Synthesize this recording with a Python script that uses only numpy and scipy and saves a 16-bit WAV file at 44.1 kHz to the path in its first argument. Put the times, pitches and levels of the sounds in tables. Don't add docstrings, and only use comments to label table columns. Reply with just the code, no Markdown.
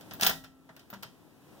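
import sys
import numpy as np
from scipy import signal
from scipy.fft import rfft, irfft
from scipy.io import wavfile

SR = 44100
rng = np.random.default_rng(int(sys.argv[2]) if len(sys.argv) > 2 else 0)


def transcribe(u):
    v = np.clip(np.atleast_2d(u).T, -1, 1)
    q = np.round(v * 32767).astype(np.int16)
    wavfile.write(sys.argv[1], SR, q)


N = 70560

# frequency in Hz, time to fall 60 dB (T60) in seconds.
STEEL_T60 = [(100, .19), (700, .14), (1800, 0.13), (3400, 0.15), (7000, 0.07), (12000, 0.11),
             (15300, 0.065)]
STEEL_RISE_S = 0.00044
COHERENCE_HZ = 1123


def amp(db):
    return 10 ** (np.asarray(db) / 20)


def read(points, hz):
    f, value = np.transpose(points)
    return np.interp(np.log(hz + 1), np.log(f), value)


def add(mix, s, sound):
    part = mix[:, round(s * SR):][:, :sound.shape[1]]
    part += sound[:, :part.shape[1]]


def unit(x):
    return x / np.sqrt((x ** 2).sum(-1, keepdims=True) + 1e-20)


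def colour(x, curve, size=4096):
    log_gain = np.log(amp(curve(abs(np.fft.fftfreq(size, 1 / SR)))))
    taps = np.fft.ifft(np.exp(signal.hilbert(log_gain).conj())).real
    return signal.fftconvolve(x, taps[None, :size // 2], axes=1)[:, :x.shape[1]]


def shelf(hz, corner_hz, order=4):
    return 1 / (1 + (hz / corner_hz) ** order)


def decay(t60):
    return np.exp(-np.log(1000) * np.arange(SR) / SR / t60)


def diffuse(size):
    hz = np.fft.rfftfreq(size, 1 / SR)
    left, independent = np.exp(2j * np.pi * rng.random((2, len(hz))))
    coherence = 0.47 * np.exp(-(hz / COHERENCE_HZ) ** 2 / 2)
    return hz, np.array([left, coherence * left + np.sqrt(1 - coherence ** 2) * independent])


def hush():
    # frequency in Hz, relative density in dB.
    spectrum = [(25, -34), (60, -4), (130, 1.5), (220, 0.5), (290, 4.5), (430, -4), (800, -7.5),
                (1200, -13), (2200, -16), (3500, -19.5), (7000, -24.5), (15500, -23.5)]
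    # time in seconds, level in dB.
    levels = [(0, -53), (.16, -50.5), (.35, -62), (.55, -63.5), (0.798, -60), (1.15, -59), (1.38, -59),
              (1.53, -54.5), (1.6, -54)]
    hz, field = diffuse(N)
    noise = unit(irfft(field * amp(read(spectrum, hz)), N)) * np.sqrt(N)
    return noise * amp(np.interp(np.arange(N) / SR, *np.transpose(levels)))


def crack(decay_s, lag_s=0.00032):
    samples = np.arange(SR)
    fade = np.exp(-samples / SR / decay_s)
    burst = rng.standard_normal(SR) * fade
    for _ in range(4):
        spectrum = rfft(burst)
        burst = irfft(spectrum / (abs(spectrum) + 1e-12)) * np.sqrt(fade)
    delayed = np.interp(samples - lag_s * SR, samples, burst, left=0)
    return unit(np.array([burst, delayed]))


def dense_modes(t60s, rise_s, count=12):
    t = np.arange(SR) / SR
    hz, field = diffuse(SR)
    centres = np.geomspace(60, 16000, count)
    bands = [irfft(field * np.interp(hz, centres, pick)) * decay(read(t60s, f))
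             for f, pick in zip(centres, np.eye(count))]
    return unit(sum(bands) * (1 - np.exp(-t / rise_s)))


def ring(modes):
    t = np.arange(SR) / SR
    out = np.zeros((2, SR))
    for (hz, db, t60), (phase, spread) in zip(modes, rng.uniform(-np.pi, np.pi, (len(modes), 2))):
        phases = phase + np.array([[0], [spread * (1 - shelf(hz, COHERENCE_HZ))]])
        out += amp(db) * decay(t60) * np.sin(2 * np.pi * hz * t + phases)
    return out


def steel_impacts(rows, body, treble_db, shared=0.25):
    # frequency in Hz, gain in dB.
    response = [(60, -7.5), (200, -15), (380, -5.5), (700, 2.5), (1050, -5), (1600, 5), (2200, 2),
                (3200, 3), (4400, 2.5), (5500, 3), (6800, -3), (11000, -6), (13000, -5), (14100, -1),
                (15300, 2.5), (16000, -8.5)]
    # frequency in Hz, relative level in dB, T60 in seconds.
    frame_modes = [(1013, 5.5, 0.12), (1370, 10, 0.09), (1546, -9, .15), (1915, -6.5, 0.47),
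                   (3050, -5, .22), (3232, -1, 0.31), (3130, 6, .25), (3910, 1.5, 0.16), (5700, -10, 0.112)]
    out = np.zeros((2, N))
    for s, db, body_db, sizzle_db, crack_db in rows:
        contact = amp(-7) * crack(decay_s=0.0014) + amp(-8.5) * crack(decay_s=0.005)
        rattle = np.sqrt(shared) * body + np.sqrt(1 - shared) * dense_modes(STEEL_T60, STEEL_RISE_S)
        rattle = colour(rattle, lambda hz: treble_db * (1 - shelf(hz, 11000)))
        hit = amp(crack_db) * contact + rattle + amp(-51) * ring(frame_modes)
        hit = colour(hit, lambda hz: read(response, hz) + body_db * shelf(hz, 1940)
                     + sizzle_db * (1 - shelf(hz, 12360, order=10)))
        add(out, s, amp(6.5 + db) * hit)
    return out


def ticks(body):
    # start in seconds, then relative level, body, sizzle and crack in dB.
    touches = [(.0104, -33.5, -0.5, 7, 2), (.1104, -25, 4, -15, -0.5), (.1358, -27.5, 0.5, 21.5, -1),
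               (.1975, -24.5, 13.5, 4, -3), (.4392, -33.5, 6, 4, 1), (.4446, -32.5, 7.5, -2, 2.5),
               (.7938, -34, -0.5, 2, -5), (.9365, -28.5, 1, 7, -3), (.7651, -35.5, 7.5, 9, 3),
               (.9022, -35, 9, 24, 2), (1.0255, -24, -2, 8, -12.5), (1.0321, -25.5, 2.5, 5, 5.5)]
    return steel_impacts(touches, body, treble_db=-5)


def wood_boom(spot_hz, db_per_octave=18.5):
    # frequency in Hz, relative level in dB, T60 in seconds.
    modes = [(138, 3, .16), (162, 5, .3), (199, 5, .17), (224, 5, .14), (650, 1, .07)]
    t = np.arange(SR) / SR
    return sum(amp(db - db_per_octave * abs(np.log2(hz / spot_hz)))
               * decay(t60) * np.sin(2 * np.pi * hz * t) for hz, db, t60 in modes)


def roller_knocks():
    # start in seconds, relative level in dB, bass gain in dB, spot's pitch in Hz.
    bumps = [(0.1154, -1.5, 1.5, 150), (.223, 15.5, -6, 200), (0.2651, 6, -4.5, 179), (0.2988, 7, -3, 161),
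             (.6903, -1.5, -9, 600), (.702, -17, 11, 159), (0.9284, 4.5, -3.5, 230), (.938, -1.5, 0, 176),
             (1.0303, 3, -18, 615), (1.051, -21, 21.5, 138)]
    # frequency in Hz, gain in dB.
    response = [(35, -12), (100, -9.5), (190, -1), (340, -10.5), (620, 0.5), (1250, 2), (1900, 1.5),
                (2500, -11.5), (5000, -16.5), (15000, -37.5)]
    # frequency in Hz, T60 in seconds.
    t60s = [(60, 0.42), (180, 0.26), (450, 0.11), (1300, 0.099), (8000, 0.1)]
    out = np.zeros((2, N))
    for s, db, thump_db, spot_hz in bumps:
        contact = amp(-13) * crack(decay_s=0.03)
        hit = contact + dense_modes(t60s, rise_s=0.00077) + amp(-39) * wood_boom(spot_hz)
        hit = colour(hit, lambda hz: read(response, hz) + thump_db * shelf(hz, 292))
        add(out, s, amp(db - 12) * hit)
    return out


def spring_pings(hz=14560, t60=0.36):
    # start in seconds, level in dB.
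    pings = [(.1362, -46.5), (.9372, -63)]
    out = np.zeros((2, N))
    for s, db in pings:
        add(out, s, ring([(hz, db, t60)]))
    return out


def shaft_clatter(body):
    # start in seconds, then relative level, body, sizzle and crack in dB.
    blows = [(.2107, -10, -5.5, 7, 2), (.2221, -11.5, 2.5, 3, 2.5), (.2271, -7.5, 1.5, -10, -3.5),
             (.2327, -5.5, -1.5, -3, 9), (.2473, -13.5, 9.5, 16.5, 2), (.2653, -1.5, -1, -4, 2.5),
             (.2693, -18.5, 4.5, 26, 10), (.2775, -15, -7, 15, -2), (.2932, -22, 9.5, -6, 12),
             (.2962, -13.5, 10, 16, 1)]
    return steel_impacts(blows, body, treble_db=0)


def carriage_ring(release_s=0.29):
    # frequency in Hz, level in dB, T60 in seconds.
    modes = [(264.5, -53, 2.2), (619, -55, .55), (797, -58, .5), (1329, -63, 1.3)]
    out = np.zeros((2, N))
    add(out, release_s, ring(modes))
    return out


def reverberation(source, absorption_hz=13200):
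    # frequency in Hz, T60 in seconds.
    t60s = [(100, 1), (400, 0.31), (1500, 0.2), (4000, 0.28), (14000, 0.33)]
    absorption = shelf(np.fft.rfftfreq(SR, 1 / SR), absorption_hz, order=8)
    response = irfft(rfft(dense_modes(t60s, rise_s=0.0057)) * absorption)
    return signal.fftconvolve(source, response[:, :SR // 2], axes=1)[:, :N]


def scene():
    body = dense_modes(STEEL_T60, STEEL_RISE_S)
    machine = shaft_clatter(body) + ticks(body) + roller_knocks() + carriage_ring() + spring_pings()
    return machine + amp(-8.5) * reverberation(machine) + hush()


def record(dry, low_cut_hz=23, band_limit_hz=15950):
    # frequency in Hz, side over mid in dB.
    width_db = [(60, 3.5), (200, -0.5), (600, -1.5), (850, -10), (1250, -16), (1600, -2.5), (2200, 13),
                (2800, -0.5), (3600, -8), (4300, 6.5), (5200, -1.5), (15000, 0.5)]
    # frequency in Hz, left over right in dB.
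    left_db = [(60, 3.5), (300, 3), (700, 2), (1200, -1), (3500, 1.3), (15000, 0)]
    hz = np.fft.rfftfreq(2 * N, 1 / SR)
    left, right = rfft(dry, 2 * N)
    width = amp(read(width_db, hz))
    mid, side = (left + right) / 2, width * (left - right) / 2
    channels = np.array([mid + side, mid - side]) / np.sqrt((1 + width ** 2) / 2)
    balance = amp(read(left_db, hz) * np.array([[.5], [-.5]]))
    heard = irfft(channels * balance)[:, :N]
    heard = signal.sosfilt(signal.butter(2, low_cut_hz, "high", fs=SR, output="sos"), heard)
    low_pass = signal.firwin(301, band_limit_hz, window=("kaiser", 9), fs=SR)
    return signal.oaconvolve(heard, low_pass[None], "same")


dry = scene()
out = record(dry)
transcribe(out)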